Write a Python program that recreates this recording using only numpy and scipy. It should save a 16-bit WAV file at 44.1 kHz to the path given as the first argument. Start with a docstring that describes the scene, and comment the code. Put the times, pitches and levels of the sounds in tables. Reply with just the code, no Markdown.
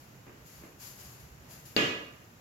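"""A long wooden staff, set upright, knocks once on the concrete floor of a bare, echoing room.
The knock sums damped bending modes, hard contact pulses, a noise crack and a short sine thud.
Before it, bare feet step as dull pulses with faint deep heel bumps; feet and heavy cotton swish as shaped noise.
Coloured noise makes a faint room rumble and hiss; the left microphone port is brighter than the right."""
import sys
import numpy as np
from scipy import signal
from scipy.fft import rfft, irfft, next_fast_len
from scipy.io import wavfile
from scipy.ndimage import map_coordinates

SR = 44100
rng = np.random.default_rng(int(sys.argv[2]) if len(sys.argv) > 2 else 0)


def waveform_to_disk(signal):
    """Save audio, clipped to [-1, 1], as 16-bit WAV at the path in sys.argv[1]."""
    frames = np.transpose(np.atleast_2d(signal))
    scaled = np.clip(frames, -1, 1) * 32767
    samples = np.round(scaled).astype(np.int16)
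    wavfile.write(sys.argv[1], SR, samples)


N = 105928


def amp(db):
    """Decibels to gain."""
    return 10 ** (np.asarray(db) / 20)


def unit(x):
    """Scale to rms 1."""
    return x / np.sqrt(np.mean(x ** 2) + 1e-20)


def along(points, hz):
    """Interpolate (Hz, value) points on a log frequency axis."""
    point_hz, value = np.transpose(points)
    return np.interp(np.log(hz + 1), np.log(point_hz + 1), value)


def filtered(x, response):
    """Multiply the spectrum of x by a response of frequency, zero-padded against wrap-around."""
    size = x.shape[-1]
    padded = next_fast_len(size + SR // 2)
    spectrum = rfft(x, padded) * response(np.fft.rfftfreq(padded, 1 / SR))
    return irfft(spectrum, padded)[..., :size]


def pulse(colour, size=4096):
    """Minimum-phase pulse of a (Hz, dB) colour, by folding the cepstrum."""
    gain = amp(along(colour, np.fft.rfftfreq(size, 1 / SR)))
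    cepstrum = irfft(np.log(gain))
    cepstrum[1:size // 2] *= 2
    cepstrum[size // 2 + 1:] = 0
    return irfft(np.exp(rfft(cepstrum)))


def wobble(rate_hz):
    """Smooth random curve: a spline through rate_hz random knots a second."""
    knots = rng.standard_normal(int(N * rate_hz / SR) + 4)
    return map_coordinates(knots, [np.arange(N) * rate_hz / SR])


def add(track, start_s, sound):
    """Mix a sound into the track at a time."""
    part = track[:, max(0, round(start_s * SR)):][:, :sound.shape[-1]]
    part += sound[..., :part.shape[1]]


# left-right correlation of the diffuse field: freq [Hz], correlation [-1..1]
FIELD_CORRELATION = [(90, 0.98), (220, 0.94), (420, 0.57), (800, 0.084), (1700, -0.21), (3000, -0.017),
                     (6000, 0.026)]


def diffuse(size):
    """Stereo noise from all around: the mid/side balance sets the correlation at each frequency."""
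    def mid_side_gains(hz):
        angle = np.arccos(np.clip(along(FIELD_CORRELATION, hz), -1, 1)) / 2
        return np.array([np.cos(angle), np.sin(angle)])

    mid, side = filtered(rng.standard_normal((2, size)), mid_side_gains)
    return np.array([mid + side, mid - side])


def coloured_noise(colour, size):
    """Diffuse noise of a (Hz, dB) colour, at rms 1."""
    return unit(filtered(diffuse(size), lambda hz: amp(along(colour, hz))))


DIRECT_DB, WALLS_DB = -8.5, -16.5
# first echoes off the near walls: delay [s], left [gain], right [gain], before WALLS_DB
WALL_ECHOES = [(.0035, .4, .7), (.0098, .6, 1.1), (.0118, .6, 1.2), (.0146, .9, 1.2), (.019, .6, .8),
               (.028, 0.8, 0.49)]
# decay time of the room: freq [Hz], t60 [s]
ROOM_DECAY = [(100, 0.4), (250, 0.57), (1000, 0.69), (2500, 0.54), (5000, 0.51), (12000, 0.39)]


def in_room(sound, room_db, build_s):
    """Convolve with direct sound, wall echoes and a diffuse tail; build_s holds the tail's early density."""
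    hz, t, z = signal.stft(diffuse(SR), SR, nperseg=256)
    age_s = np.hypot(t, build_s) - build_s
    decay_db = -60 * age_s / along(ROOM_DECAY, hz)[:, None]
    tail = signal.istft(z * amp(decay_db), SR, nperseg=256)[1]
    answer = amp(room_db) * unit(tail) / np.sqrt(tail.shape[1])
    answer[:, 0] += amp(DIRECT_DB)
    for delay_s, left_gain, right_gain in WALL_ECHOES:
        add(answer, delay_s, amp(WALLS_DB) * np.array([[left_gain], [right_gain]]))
    return signal.fftconvolve(sound[None], answer, axes=1)


AIR_DB, AIR_WAVER_DB, AIR_WAVER_HZ = -55.5, -1, 7.97
# spectrum of the still room air: freq [Hz], relative density [dB per Hz]
AIR_COLOUR = [(20, -20), (45, -13), (70, -3.5), (95, -6), (122, 3.5), (160, -3.5), (300, -9.5),
              (600, -13.5), (1500, -19.5), (3000, -26), (7000, -21.5), (12300, -27), (16000, -26)]


def air():
    """Low room rumble under a faint hiss: coloured noise, wavering slightly."""
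    level_db = AIR_DB + AIR_WAVER_DB * wobble(AIR_WAVER_HZ)
    return amp(level_db) * coloured_noise(AIR_COLOUR, N)


SWISH_FALL_DB_PER_S = 86
SWISH_GRAIN_DB, SWISH_GRAIN_HZ = 0.5, 81  # uneven rubbing
SWISH_PAN_DB = 0.3  # left up, right down
# slides of feet and cloth: start_s [s], rise_s [s], hold_s [s], level_db [dB]
SLIDES = [(-.05, .02, 0.032, -60), (0.445, 0.023, 0.14, -56), (0.781, 0.047, 0.045, -46),
          (0.971, 0.026, 0.051, -50.5), (1.09, 0.034, 0.016, -58), (1.184, 0.013, 0.012, -59),
          (1.484, 0.029, 0.018, -50.5), (1.65, 0.0061, 0.018, -52)]
# rubbing noise: freq [Hz], relative level [dB]
SWISH_COLOUR = [(200, -16), (1000, -4), (2500, -6.5), (3600, -5), (4800, 3), (5800, 1), (6700, 5.5),
                (7800, 3), (12000, 3), (16000, -6.5)]


def swishes():
    """Rubbing noise: each slide swells, holds and falls at a steady dB rate; powers add."""
    t, power = np.arange(N) / SR, np.zeros(N)
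    for start_s, rise_s, hold_s, level_db in SLIDES:
        fall_db = SWISH_FALL_DB_PER_S * np.maximum(t - start_s - rise_s - hold_s, 0)
        rise = np.clip((t - start_s) / rise_s, 0, 1)
        power += (rise * amp(level_db - fall_db)) ** 2
    grain = amp(SWISH_GRAIN_DB * wobble(SWISH_GRAIN_HZ))
    rub = grain * coloured_noise(SWISH_COLOUR, N)
    return np.sqrt(power) * rub * amp([[SWISH_PAN_DB], [-SWISH_PAN_DB]])


HEEL_HZ, HEEL_SWELL_S = 67, 0.012
# weight shifting onto a heel: start_s [s], level_db [dB]
HEEL_BUMPS = [(0.404, -54.5), (0.578, -54.5), (0.894, -59), (1.055, -51.5), (1.226, -49), (1.31, -51.5),
              (1.396, -53.5)]


def heels():
    """Faint, deep bump as weight comes down: a sine that swells quickly and decays."""
    out, t = np.zeros((2, N)), np.arange(SR // 4) / SR
    swell = t / HEEL_SWELL_S * np.exp(1 - t / HEEL_SWELL_S)
    bump = swell * np.sin(2 * np.pi * HEEL_HZ * t)
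    for start_s, level_db in HEEL_BUMPS:
        add(out, start_s, amp(level_db) * bump)
    return out


STEP_ROOM_DB, STEP_BUILD_S = 0.5, .008  # the feet sound drier than the staff
# soft footfalls: start_s [s], level_db [dB], before the room
FOOTFALLS = [(.267, -11), (0.295, -16.5), (0.613, -15.5), (.636, -10)]
# bare sole on concrete: freq [Hz], level [dB]
SOLE_COLOUR = [(30, -7), (100, -4.5), (320, 7.5), (700, -5), (1500, -9), (2600, -14), (4000, -34),
               (16000, -55)]


def steps():
    """Bare soles pat the concrete: dull pulses in the room."""
    out = np.zeros((2, N))
    for start_s, level_db in FOOTFALLS:
        add(out, start_s, amp(level_db) * in_room(pulse(SOLE_COLOUR), STEP_ROOM_DB, STEP_BUILD_S))
    return out


KNOCK_S, KNOCK_DB = 1.7648, 7  # KNOCK_DB scales ring and first contact only
RING_DB, CONTACT_DB = -36, -1
ROOM_DB, ROOM_BUILD_S = 5, 0.087
SETTLE_S, SETTLE_DB = 0.00111, -9  # the rim lands first, then the flat of the end
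CRACK_DB, CRACK_T60_S = -19, 0.015  # grit crushed under the end
THUD_HZ, THUD_T60_S, THUD_DB = 419.3, 0.013, -20  # dull push of the sudden stop
# bending modes of the staff: pitch_hz [Hz], relative level_db [dB], t60_s [s]
STAFF_MODES = [(215, -12, 0.03), (305, -2.5, 0.056), (438.5, -8, 0.087), (557.6, -4.5, 0.075),
               (975, -17.5, 0.15), (1201, -1.5, 0.051), (1680, -2.5, 0.08), (1952, -4.5, 0.092),
               (2229, -6.5, 0.069), (2500, -2, 0.097), (2816, 1.5, 0.07), (3100, -2.5, 0.058),
               (3437, -6, 0.1), (3826, -9, 0.075), (4330, -1, 0.027)]
# contact too slow to drive the treble: freq [Hz], level [dB]
RING_COLOUR = [(4000, -2), (7500, -11.5), (11000, -8), (16000, -20)]
# hard contact of wood on concrete: freq [Hz], relative level [dB]
CONTACT_COLOUR = [(30, -31), (70, -8), (140, 7), (450, 7), (850, -7), (1500, -4.5), (2800, -4.5),
                  (4400, -9), (5400, -9.5), (7300, -10), (10000, -24.5), (12700, -26.5), (16000, -45)]
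# crushed grit: freq [Hz], relative level [dB]
CRACK_COLOUR = [(1500, -29), (3400, -2), (4500, 16), (5300, -10), (6200, -8), (9000, -17), (12500, -11),
                (16000, -27)]


def staff():
    """A hard double contact sets the hand-damped staff ringing briefly, with a crack and a short thud."""
    out, t = np.zeros((2, N)), np.arange(SR // 2) / SR
    ring = np.zeros(len(t))
    for pitch_hz, level_db, t60_s in STAFF_MODES:
        ring += amp(level_db - 60 * t / t60_s) * np.cos(2 * np.pi * pitch_hz * t)
    blow = amp(RING_DB) * signal.fftconvolve(ring, pulse(RING_COLOUR))
    contact = pulse(CONTACT_COLOUR)
    blow[:len(contact)] += amp(CONTACT_DB) * contact
    crack = amp(CRACK_DB - 60 * t / CRACK_T60_S) * coloured_noise(CRACK_COLOUR, len(t))
    thud = amp(THUD_DB - 60 * t / THUD_T60_S) * np.sin(2 * np.pi * THUD_HZ * t)
    add(out, KNOCK_S, -amp(KNOCK_DB) * in_room(blow, ROOM_DB, ROOM_BUILD_S))
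    # second contact, crack and thud stay dry
    add(out, KNOCK_S + SETTLE_S, amp(SETTLE_DB) * contact)
    add(out, KNOCK_S, crack)
    add(out, KNOCK_S, -thud)
    return out


def scene():
    """Sum of all sources, background to main."""
    return air() + swishes() + heels() + steps() + staff()


TOP_HZ = 15850
# colour of the microphone ports, with a dip near 9 kHz: freq [Hz], left [dB], right [dB]
PORT_COLOURS = [(59, 0, 3), (414, 0.4, 1.9), (1110, 2.5, 4), (1800, 5.5, 5.5), (2790, 2.5, 9),
                (4200, 2.5, -4), (5800, 1, -1), (7200, 3.5, -11), (8300, -11, -9.5), (9540, -12.5, -10),
                (11110, 3.5, -5), (12600, 5.5, -3.5), (16100, -6, -2)]


def record(dry):
    """Each port colours its channel; nothing is kept from TOP_HZ up."""
    hz, left_db, right_db = np.transpose(PORT_COLOURS)
    ports = np.array([pulse(np.column_stack([hz, side_db])) for side_db in (left_db, right_db)])
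    coloured = signal.fftconvolve(dry, ports, axes=1)[:, :N]
    return filtered(coloured, lambda f: f < TOP_HZ)


dry = scene()
out = record(dry)
waveform_to_disk(out)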